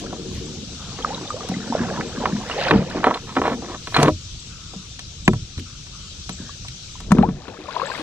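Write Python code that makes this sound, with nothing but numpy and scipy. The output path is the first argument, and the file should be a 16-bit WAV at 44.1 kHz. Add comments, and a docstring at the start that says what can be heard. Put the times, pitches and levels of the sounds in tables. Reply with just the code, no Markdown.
"""Plastic kayak on a quiet river

Heard from the paddler's chest. The shaft knocks, thumps and drags on the hull: blows and stick-slip clicks
ring decaying modes. Water gurgles, plops and fizzes as gliding bubble sines; small bumps drum the hull.
Low noise shudders with the boat, and crackling noise is the rustle of cloth.
Behind: an insect chorus of shaped noise, a small bird's pitch-swept chips and crows of fuzzy tones."""
import sys
import numpy as np
from scipy import signal
from scipy.fft import rfft
from scipy.io import wavfile
from scipy.ndimage import uniform_filter1d, map_coordinates

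SR = 44100
rng = np.random.default_rng(int(sys.argv[2]) if len(sys.argv) > 2 else 0)


def attenuation_scalar(level_db):
    """Turn a level in dB into a linear amplitude multiplier (20 dB per decade)."""
    decades = np.asarray(level_db, float) / 20
    return 10 ** decades


def persist_wave(psi):
    """Save psi, clipped to +-1, as 16-bit WAV."""
    counts = np.round(np.clip(psi, -1, 1) * 32767).astype(np.int16)
    wavfile.write(sys.argv[1], SR, np.atleast_2d(counts).T)


N = 353682
T = np.arange(N) / SR  # [s]

# Hull modes: (frequency [Hz], relative level [dB], t60 before damping [s])
HULL_MODES = [(60, -10, .2), (88.4, 0, 0.27), (114.6, -3.5, 0.16), (148.6, -3.5, 0.3), (186, 6, 0.16),
              (207.2, 3.5, 0.19), (236.5, 2.5, 0.28), (264.9, 6, 0.14), (307.2, 3, 0.16), (365, 4.5, 0.13),
              (453, 4.5, 0.14), (522, -2.5, 0.14), (615.4, -2, 0.16), (720, 5.5, 0.065), (782, 3.5, 0.075),
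              (975, 7.5, 0.073), (1110, 11, 0.044), (1312, 4, 0.087), (1505, 12.5, 0.02), (1752, 8, 0.047),
              (1980, 6.5, 0.043), (2214, 4, 0.051), (2412, 4.5, 0.067), (2820, 16, 0.016),
              (3150, 6.5, 0.057), (3550, 14.5, 0.034), (4110, 16, 0.046), (4540, -11, .025)]
# Hard blows of the shaft: (time [s], peak [dB], most excited frequency [Hz], tick over the blow [dB],
# spread [octaves])
KNOCKS = [(.127, -20.5, 627, -35, 0.89), (.987, -24, 580, -22, 1.5), (1.212, -28.5, 970, -18, 0.53),
          (1.487, -25.5, 684, 1.5, 1.6), (1.819, -23.5, 930, -30, 0.56), (2.009, -15.5, 1770, -28, 0.43),
          (2.234, -16, 560, -37, 0.63), (2.256, -6, 1240, -36, 0.78), (2.498, -13.5, 900, -25, 1.4),
          (2.709, -0.5, 748, -40, 1.23), (2.7113, -2.5, 1920, -30, 0.6), (2.738, -12, 1020, -30, 0.79),
          (2.899, -26, 3000, -8, 1.1), (2.983, -22, 596, -30, 0.62), (3.033, -17, 900, -30, .6),
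          (3.042, -0.5, 1020, -30.5, 1), (3.069, -2.5, 730, -29.5, 0.78), (3.11, -7, 965, -35, 0.64),
          (3.141, -15.5, 1500, -19, 1.3), (3.145, -18, 3500, -21, .4), (3.353, -22, 1230, -18, 1.5),
          (3.367, -9.5, 714, -35, 1.3), (3.417, -4.5, 670, -33, 1.15), (3.453, -9.5, 920, -31, 0.73),
          (3.478, -5.5, 780, -31, 0.84), (3.872, -17.5, 1070, -16, 1.8), (3.923, -22, 985, -29, 1.2),
          (3.943, -10, 1390, -33, 1.8), (3.948, -9, 4300, -30, 0.18), (3.964, 1.5, 1040, -25, 1.25),
          (3.968, -6.5, 2400, -25, .9), (4.0, -8, 1300, -26, 1.2), (4.029, -6.5, 614, -3.5, 1.8),
          (4.059, -9, 693, -30, 1.6), (4.081, -3, 603, -28, 1.46), (4.088, -3, 524, -32, 0.6),
          (4.734, -30.5, 519, -10, 0.96), (4.992, -23.5, 2580, -6.5, 1.8), (5.278, -1, 860, -14, 0.78),
          (5.2778, -0.5, 2060, -39.5, 0.38), (5.333, -18.5, 594, -14, 1.6), (5.578, -28, 2900, -12, 1.8),
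          (5.867, -33, 1380, -15, 1.2), (6.292, -20, 820, -3.5, 1.8), (6.648, -31, 1050, -19, 0.67),
          (6.683, -23.5, 2660, -8, 0.66), (7.003, -28.5, 988, -1.5, 1.2), (7.108, -20.5, 900, -20, 1.3),
          (7.118, -2, 1010, -15.5, .96), (7.15, -24.5, 576, -16, 1.8), (7.185, -11, 649, -28, 1.08),
          (7.226, -18.5, 800, -32, 1.4), (7.289, -22.5, 501, -29, 1.6), (7.481, -23.5, 504, -28, 1.9)]
# Soft, deep blows: (time [s], peak [dB], most excited frequency [Hz], spread [octaves])
THUMPS = [(1.211, -23, 335, .32), (1.497, -15.5, 186, 0.28), (1.519, -16.5, 217, 0.51),
          (1.567, -16, 202, 0.43), (1.668, -25, 242, 0.23), (1.7, -15.5, 244, 0.11),
          (1.805, -15, 241, 0.11), (2.182, -16, 223, 0.31), (2.329, -11.5, 194, 0.21),
          (2.349, -14, 206, 0.13), (2.714, -23, 151, .13), (2.716, -12, 327, .39), (2.734, -8, 178, 0.1),
          (2.759, -1.5, 194, 0.45), (2.79, -6.5, 160, 0.25), (2.958, -14.5, 334, 0.29),
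          (3.066, -13.5, 280, 0.12), (3.376, -15, 263, 0.094), (3.515, -18.5, 261, 0.12),
          (3.982, -13.5, 150, 0.11), (4.03, -10.5, 142, 0.2), (4.063, -14, 303, .33), (4.08, -8, 414, 0.41),
          (4.113, -20.5, 91.5, 0.43), (4.761, -27, 186, 0.09), (5.281, 0, 192, .37),
          (5.282, -9.5, 365, 0.21), (5.3, -15, 187, 0.27), (5.333, -16.5, 120, 0.22),
          (5.573, -19.5, 96, 0.45), (5.585, -24.5, 272, 0.46), (6.295, -24, 167, 0.24),
          (6.401, -23, 194, 0.49), (7.107, -12, 210, 0.082), (7.12, .5, 184, 0.12), (7.15, -6.5, 255, 0.51),
          (7.187, 0.5, 199, 0.09), (7.212, -4, 175, .2), (7.286, -8, 159, 0.5), (7.588, -28.5, 333, 0.2),
          (7.995, -24.5, 312, 0.15)]
# Shaft dragging over the hull: (start [s], length [s], relative level [dB],
# first brightness, last brightness [octaves above the dullest spot])
DRAGS = [(3.04, 0.068, -20, 2, 0.54), (3.119, 0.053, -26.5, 0.46, 1.2), (3.272, .06, -34, 1.6, 1.8),
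         (3.364, 0.027, -16.5, 0.91, 0.51), (3.438, .09, -19.5, 1.4, 0.85), (3.62, .13, -30, 0.47, 1.3),
         (3.941, .035, -16, 2.1, 1.5), (3.982, 0.056, -11, 0.84, 0.35), (4.043, 0.044, -14, 0.63, 0.78)]
# Single bubbles: (time [s], level [dB], starting pitch [Hz], t60 [s], rough initial rise [octaves/s])
PLOPS = [(1.047, -2.5, 1210, 0.017, 4), (1.304, -14.5, 1194, 0.044, 2.9), (1.342, -15.5, 490, 0.04, 4),
         (1.406, -25.5, 1170, 0.053, 4), (1.448, -18.5, 458, 0.034, 4), (1.515, -20.5, 740, 0.048, 3.3),
         (1.724, -11, 894, 0.026, 3.5), (1.751, 0, 610, 0.015, 4), (1.978, -22.5, 956, 0.093, 3.9),
         (2.885, -32, 970, 0.04, 4), (6.493, -27, 1135, 0.035, 4), (6.954, -30.5, 990, 0.035, 4),
         (7.765, -9, 990, 0.023, 4), (7.797, -15, 996, 0.032, 4), (7.817, -12, 1084, 0.037, 4),
         (7.9, -19, 1020, 0.044, 3.6), (7.916, -21, 1580, 0.041, 3.1), (1.104, -22, 736, 0.13, 21),
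         (1.359, -25.5, 558, 0.11, 18), (2.564, -32, 468, 0.12, 36), (7.233, -5.5, 727, 0.065, 29),
         (7.687, -22.5, 975, 0.07, 18), (7.829, -19.5, 485, 0.1, 16.4), (1.0251, -22, 3150, 0.022, 14),
         (1.1467, -16, 3750, 0.018, 8), (1.276, -23.5, 3550, 0.032, 8), (1.5404, -24.5, 1980, 0.045, 10),
         (1.9624, -23, 1650, 0.019, 8), (2.5132, -18, 2780, 0.039, 9.1), (7.7273, -27, 1610, 0.019, 9.7),
         (7.95, -23, 2050, 0.022, 7.2)]
# Surges of water round the blade: (peak time [s], gurgle level [dB], swell [s], fade [s],
# depth [0 surface - 1 against the hull])
SURGES = [(.06, -41, 0.39, 0.3, 0.69), (.3, -48.5, 0.62, 1.44, 0.91), (1.1, -33.5, 0.32, 0.37, 0.38),
          (1.45, -36.5, 0.45, 1.2, 0.34), (1.8, -29, 0.23, 0.6, 0.5), (2.0, -34, 0.4, 0.095, 0.64),
          (2.25, -30, 0.19, .3, 0.53), (2.53, -34, 0.18, .4, .03), (2.62, -23.5, 0.11, 0.3, 0.082),
          (2.701, -22, 0.31, 0.027, 0.16), (2.729, -20.5, .03, .11, 0.68), (2.971, -29, 0.2, 0.24, 0.39),
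          (3.57, -43.5, 0.64, 0.3, 0.76), (6.45, -53, 0.3, 0.23, 0.54), (7.2, -33, 0.12, .16, 0.82),
          (7.47, -43, 0.25, 1.1, 0.33), (7.76, -33, 0.17, 0.59, 0.17), (8.02, -34, 0.43, .5, 0.078)]
# Low shudder of the boat at rest: (time [s], level [dB])
REST_SHUDDER = [(0, -42.5), (.3, -43.5), (7.1, -43), (7.4, -47.5), (8.02, -52)]
# The boat rocks: (peak time [s], level [dB], swell [s], fade [s])
LURCHES = [(.36, -39, 0.1, .2), (1.0, -43, .12, .16), (2.77, -33, 0.097, 0.18), (4.0, -37, .08, .2),
           (4.13, -28.5, 0.25, 0.09), (5.3, -26.5, 0.074, .17), (7.2, -24.5, 0.14, .2)]
# Colour of the shudder: (frequency [Hz], relative density [dB per Hz])
SHUDDER_COLOUR = [(15, -4), (60, -5), (110, -2), (200, -17.5), (350, -25)]
# Where the near sounds are: (time [s], delay of the left [samples], left over right [dB])
NEAR_PLACE = [(0, 4.5, -1), (1, 3.5, -1.5), (2.5, 3, -2.5), (4.2, 4, 0.5), (4.6, 5.5, 3), (6.9, 7, -0.5),
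              (7.1, -4, 9), (7.4, -3.5, 7), (8, -4, 11.5)]
# Cloth movements: (peak time [s], level above 9 kHz [dB], swell [s], fade [s])
RUSTLES = [(0.001, -49.5, .05, 0.042), (.35, -53, 0.06, 0.13), (2.71, -56.5, 0.73, .006),
           (3.54, -59.5, 0.92, 0.056), (4.024, -45, 0.16, 0.11), (5.598, -51, 0.02, 0.014),
           (8.0, -56, 0.49, .3)]
# Colour of the cloth: (frequency [Hz], relative density [dB per Hz])
CLOTH_COLOUR = [(400, -58), (1800, -5), (3000, 1), (8000, -13.5), (12000, -19.5), (15500, -21.5)]
# Insect chorus level, lower for a moment after the blow at 2.7 s and from 7.2 s to the end:
# (time [s], level [dB])
CHORUS_LEVEL = [(0.0, -45), (0.87, -43), (2.57, -44), (2.72, -48.5), (3.88, -44.5), (5.65, -47), (6.1, -45),
                (6.92, -44.5), (7.24, -54.5), (8.02, -53.5)]
# Colour of the chorus: (frequency [Hz], relative density [dB per Hz])
CHORUS_COLOUR = [(210, -69), (350, -4.5), (820, -17.5), (1290, -5.5), (1830, -15.5), (3030, -0.5),
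                 (3780, 2), (5020, -0.5), (5790, 3), (7930, -7), (9140, -21), (12300, -28.5), (13800, -31),
                 (15100, -67)]
# Stereo likeness of the chorus, held within 0-1: (frequency [Hz], left-right likeness [0-1])
CHORUS_LIKENESS = [(60, 0.87), (240, -0.6), (940, 0.38), (3710, 0.56), (14700, -0.081)]
# Stereo lean of the chorus: (frequency [Hz], left over right [dB])
CHORUS_LEAN = [(60, 1.0), (240, 0.5), (940, 2.4), (3710, 5.6), (14700, 3.1)]
# Stereo phase of the chorus: (frequency [Hz], lead of the left [radians])
CHORUS_LEAD = [(0, -48), (860, 7.5), (2760, 20), (4100, -10), (4800, -38.5), (8300, -9.5)]
# Bird chips: (time [s], level [dB])
CHIPS = [(0.4514, -42), (1.295, -40), (2.0762, -40.5), (4.3929, -40), (5.247, -35.5), (6.3225, -35.5),
         (7.857, -35.5)]
# Pitch path of one chip: (time [s], pitch [Hz])
CHIP_PITCH = [(0, 6100), (.006, 7460), (.011, 7800), (.018, 7400)]
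# Far crows: (start [s], length [s], level at the end of the caw [dB], throat pitch [Hz],
# glide over the caw [Hz])
CAWS = [(0.782, 0.18, -50.5, 1285, -53), (4.469, 0.42, -57, 1407, -280), (5.648, .13, -55.5, 1310, 34),
        (5.918, .18, -55.5, 1223, 65), (6.371, 0.19, -54, 1607, 80)]

# A heavier blow presses on the hull and damps it: factor on t60 at 0 dB, and its gain for each dB less.
KNOCK_RING, THUMP_RING, RING_PER_DB = 0.54, 0.61, 0.0162
RING_PER_OCTAVE = 0.075  # brighter knocks die sooner: the factor falls by this per octave over 800 Hz
GRIP_S, LIFT_S = .006, .022  # a drag gains 20 dB before its start, loses 20 dB after its end in these times
# Deep surges drum the hull, shallow ones fizz: dB over the gurgle at the surface and at full depth.
DRUM_DB, DRUM_DEEP_DB, FIZZ_DB, FIZZ_DEEP_DB = -14.5, 19.5, -3.5, -16.5
LAP_DRUM_DB, LAP_GURGLE_DB, LAP_FIZZ_DB = -59.5, -62.5, -56.5  # calm water between strokes
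CAW_FADE_DB = -4.5  # change over one caw


def ring(focus_hz, octaves, rise_s, damping, phase=0):
    """The hull's decaying modes, strongest near where the blow puts its energy; peak 1."""
    hz, db, t60 = np.transpose(HULL_MODES)[:, :, None]
    t = np.arange(SR // 4) / SR
    place_db = -6 * (np.log2(hz / focus_hz) / max(octaves, .1)) ** 2
    decay = attenuation_scalar(db + place_db - 60 * t / (t60 * damping))
    modes = decay * np.sin(2 * np.pi * (hz * t + phase))  # phase in turns
    sound = modes.sum(0) * (1 - np.exp(-t / rise_s))
    return sound / abs(sound).max()


def knocks():
    """Hard blows ring the hull, each from another spot (random mode phases), with a brief noisy tick."""
    mix, t = np.zeros((2, N)), np.arange(1024) / SR
    tick_band = signal.butter(2, [2600., 8500.], "band", fs=SR, output="sos")
    grit = signal.sosfilt(tick_band, rng.standard_normal((len(KNOCKS), 3, 1024)))
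    spots = rng.random((len(KNOCKS), len(HULL_MODES), 1))
    for (s, db, hz, tick_db, octaves), hiss, phase in zip(KNOCKS, grit, spots):
        damping = KNOCK_RING - RING_PER_DB * db - RING_PER_OCTAVE * np.log2(hz / 800)
        add(mix, s, attenuation_scalar(db) * ring(hz, octaves, 0.0002, damping, phase))
        tick_shape = attenuation_scalar(db + tick_db - 60 * t / 0.022) * (1 - np.exp(-t / 0.0012))
        tick = (hiss[0] + 2.28 * hiss[1:]) * tick_shape  # one shared noise, one per side
        mix[:, round(s * SR):][:, :1024] += tick
    return mix


def thumps():
    """Soft blows swell more slowly, in the hull's low modes."""
    mix = np.zeros((2, N))
    for s, db, hz, octaves in THUMPS:
        damping = THUMP_RING - RING_PER_DB * db
        add(mix, s, attenuation_scalar(db) * ring(hz, octaves, 0.0018, damping), .8)
    return mix


def drags():
    """Uneven stick-slip clicks run into the hull; the contact moves between dull and bright spots."""
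    mix, spots_hz = np.zeros((2, N)), np.geomspace(350, 3600, num=6)
    spot_octaves = np.log2(spots_hz / spots_hz[0])[:, None]
    for start, length, db, first, last in DRAGS:
        t = np.arange(-GRIP_S, length + LIFT_S, 1 / SR)
        clicks = rng.random((6, len(t))) < 280. / SR  # 280 slips per second at each spot
        slips = clicks * attenuation_scalar(3.7 * rng.standard_normal((6, len(t))))
        brightness = np.interp(t, [0, length], [first, last])
        near = attenuation_scalar(-6. * (brightness - spot_octaves) ** 2)
        press_db = db - 20 * np.maximum(0, np.maximum(-t / GRIP_S, (t - length) / LIFT_S))
        force = slips * near / np.sqrt((near ** 2).sum(0)) * attenuation_scalar(press_db)
        for spot_force, spot_hz in zip(force, spots_hz):
            body = ring(spot_hz, 0.98, 0.0008, 0.4, rng.random((len(HULL_MODES), 1)))
            body = body / np.linalg.norm(body)
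            add(mix, start - GRIP_S, attenuation_scalar(17.5) * signal.fftconvolve(spot_force, body))
    return mix


def bubble(hz, t60, rise):
    """A dying sine whose pitch climbs, fast and then slower, as the bubble nears the surface."""
    t = np.arange(round(max(t60, .005) * SR)) / SR
    climb_octaves = rise * 0.0262 * (1 - np.exp(-t / 0.027))
    turns = np.cumsum(hz * 2 ** climb_octaves) / SR
    return attenuation_scalar(-60 * t / t60) * (1 - np.exp(-t * hz * 2)) * np.sin(2 * np.pi * turns)


def grains(templates, per_s, uneven_db, apart):
    """Each template on its own sparse train of uneven clicks, a little left or right; overall rms 1."""
    mix = np.zeros((2, N))
    for shape in templates:
        at = rng.integers(0, N, round(per_s * N / SR / len(templates)))
        strength = attenuation_scalar(uneven_db * np.minimum(rng.exponential(1, len(at)), 4))
        train = np.zeros(N)
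        train[at] = strength * rng.choice([-1, 1], len(at))
        pan = attenuation_scalar(apart * rng.uniform(-0.68, 1) * np.array([[1], [-1]]))
        mix += signal.oaconvolve(train, shape)[:N] * pan
    return mix / mix.std()


def stirred(calm_db, top_db=0, deep_db=0):
    """Gain of one water layer: calm lapping plus its share of each surge, set by the surge's depth."""
    rows = [(s, db + top_db + (deep_db - top_db) * depth, swell, fade)
            for s, db, swell, fade, depth in SURGES]
    return np.sqrt(attenuation_scalar(calm_db) ** 2 + humps(rows))


def plops():
    """Single bubbles, each a rising sine that dies away."""
    mix = np.zeros((2, N))
    for s, db, hz, t60, rise in PLOPS:
        add(mix, s, attenuation_scalar(db) * bubble(hz, t60, rise))
    return mix


def drumming():
    """Water drums the hull: many small bumps that ring its low modes."""
    bumps = [ring(hz, 0.37, 0.0028, 0.76) for hz in np.geomspace(140, 380, num=6)]
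    return grains(bumps, 250, 1.35, 3.5) * stirred(LAP_DRUM_DB, DRUM_DB, DRUM_DEEP_DB)


def gurgle():
    """Crowds of mid-sized bubbles, bigger ones lower and longer."""
    bubbles = [bubble(hz, 36 / hz, 13.4) for hz in np.geomspace(420, 1700, num=20)]
    return grains(bubbles, 700, 4.17, 3.0) * stirred(LAP_GURGLE_DB)


def fizz():
    """Dense swarms of tiny, high and short bubbles; for the same gurgle, shallow surges fizz more."""
    bubbles = [bubble(hz, 30 / hz, 10.5) for hz in np.geomspace(1700, 5200, num=16)]
    return grains(bubbles, 3200, 4.6, 10.0) * stirred(LAP_FIZZ_DB, FIZZ_DB, FIZZ_DEEP_DB)


def rumble():
    """Lumpy low noise, nearly alike in both ears, that swells as the boat rocks."""
    x = noise(SHUDDER_COLOUR + [(600, -70), (SR / 2, -120)], 1.8, 0.94)
    rocking = humps(LURCHES)
    return x / amp_of_band(x, 20, 75) * np.sqrt(level(REST_SHUDDER) ** 2 + rocking)


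def cloth():
    """Fabric close to the microphone crackles: noise in clumps of 64 samples, swelling with each movement."""
    clumps = attenuation_scalar(3.1 * np.repeat(rng.standard_normal(N // 64 + 1), 64)[:N])
    x = noise(CLOTH_COLOUR, 3.0, 0.35, -2.) * clumps
    moving = np.sqrt(humps(RUSTLES))
    return x / amp_of_band(x, 9000, 14000) * moving


def chorus():
    """Smooth far insect hiss over the air of the river, leaning left."""
    x = noise([(60, -64)] + CHORUS_COLOUR, 1.75, CHORUS_LIKENESS, CHORUS_LEAN, CHORUS_LEAD)
    return x / amp_of_band(x.mean(0), 4500, 7000) * level(CHORUS_LEVEL)


def bird():
    """Chips: a sine swept mostly upward, with a short noisy echo off the bank."""
    mix, t = np.zeros((2, N)), np.arange(round(CHIP_PITCH[-1][0] * SR)) / SR
    turns = np.cumsum(np.interp(t, *np.transpose(CHIP_PITCH))) / SR
    chip = np.sin(2 * np.pi * turns) * signal.windows.tukey(len(t), .6)
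    echo_t = np.arange(SR // 8) / SR
    echo = rng.standard_normal(SR // 8) * attenuation_scalar(-38.0 - 60 * echo_t / 0.61)
    echo[0] = 1  # the direct sound
    for s, db in CHIPS:
        add(mix, s, attenuation_scalar(db) * signal.fftconvolve(chip, echo), 6.)
    return mix


def crows():
    """Hoarse caws blurred by distance: a gliding tone whose strength and phase waver with slow noise."""
    mix, blur = np.zeros((2, N)), round(SR / 500.)
    for s, length, db, hz, glide_hz in CAWS:
        t = np.arange(0, length, 1 / SR)
        fuzz = [1, 1j] @ rng.standard_normal((2, len(t)))
        for _ in range(2):
            fuzz = uniform_filter1d(fuzz.real, blur) + 1j * uniform_filter1d(fuzz.imag, blur)
        turns = np.cumsum(hz + glide_hz * t / length) / SR
        caw = ((fuzz / fuzz.std() + 0.44) * np.exp(2j * np.pi * turns)).real
        fading = attenuation_scalar(db + CAW_FADE_DB * (t / length - 1.0)) * signal.windows.tukey(len(t), .2)
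        add(mix, s, caw / caw.std() * fading, 3.)
    return mix


def noise(spectrum, patchy_db, same, lean_db=0, lead=0):
    """Two channels of random short-time spectra with drifting patches."""
    hz = np.fft.rfftfreq(1024, 1 / SR)
    a, b, c, d, patches = rng.standard_normal((N // 256 + 5, 513, 5)).T
    patches = uniform_filter1d(uniform_filter1d(patches, size=10, axis=0), size=8, axis=1)

    def column(v):
        """A curve or a constant as one value per frequency bin."""
        return (read(v, hz) if np.ndim(v) else v * np.ones(513))[:, None]

    same, left = np.clip(column(same), 0, 1), a + 1j * b
    right = same * left * np.exp(-1j * column(lead)) + np.sqrt(1 - same ** 2) * (c + 1j * d)
    lean = attenuation_scalar(column(lean_db) / 2)
    z = np.array([left * lean, right / lean])
    z *= attenuation_scalar(column(spectrum) + patchy_db * patches / patches.std())
    return signal.istft(z, nperseg=1024, noverlap=768)[1][:, :N]


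def humps(rows):
    """Events that swell to a peak and fade, 20 dB in the given times, as summed power per sample."""
    power = 0
    for s, db, swell, fade in rows:
        away = np.maximum((s - T) / max(swell, .003), (T - s) / max(fade, .003))
        power = power + attenuation_scalar(2 * db - 40 * away)  # doubled dB gives power
    return power


def amp_of_band(x, lo_hz, hi_hz):
    """Rms of x inside a band."""
    z, hz = rfft(x), np.fft.rfftfreq(x.shape[-1], 1 / SR)
    inside = z[..., (hz > lo_hz) & (hz < hi_hz)]
    return np.sqrt(2 * np.mean(np.sum(abs(inside) ** 2, -1))) / x.shape[-1]


def read(points, hz):
    """Reads a curve on a log-frequency axis."""
    f, value = np.transpose(points)
    return np.interp(np.log(hz + 1), np.log(f + 1), value)


def level(rows):
    """A dB curve as gain per sample."""
    return attenuation_scalar(np.interp(T, *np.transpose(rows)))


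def add(mix, s, sound, pan_db=0):
    """Places a sound in time and between left and right (positive pan is left)."""
    part = mix[:, round(s * SR):][:, :len(sound)]
    part += sound[:part.shape[1]] * attenuation_scalar(np.array([[pan_db / 2], [-pan_db / 2]]))


def scene():
    """Near sounds are panned to where the paddle is, their bass comes from the whole hull; far ones surround."""
    s, lag, pan_db = np.transpose(NEAR_PLACE)
    pan = attenuation_scalar(np.interp(T, s, pan_db) * np.array([[.5], [-.5]]))
    paddle = knocks() + plops() + gurgle() + fizz() + drags()
    near = paddle * pan + thumps() + drumming() + rumble()
    # the left ear hears all near sound later, or earlier where the lag is negative
    near[0] = map_coordinates(near[0], [np.arange(N) - np.interp(T, s, lag)], order=3)
    return near + cloth() + chorus() + bird() + crows()


def low_pass(x):
    """Removes everything above the highest recorded frequency."""
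    return signal.sosfilt(signal.butter(12, 15280, fs=SR, output="sos"), x)


def record(dry):
    """The microphone drops the deepest bass and the top; the loudest peaks are rounded off."""
    mic_band = signal.butter(2, [26., 11000.], "band", fs=SR, output="sos")
    band = signal.sosfilt(mic_band, dry)
    mix = 1.041 * np.tanh(band / 1.1)
    return low_pass(mix)


dry = scene()
out = record(dry)
persist_wave(out)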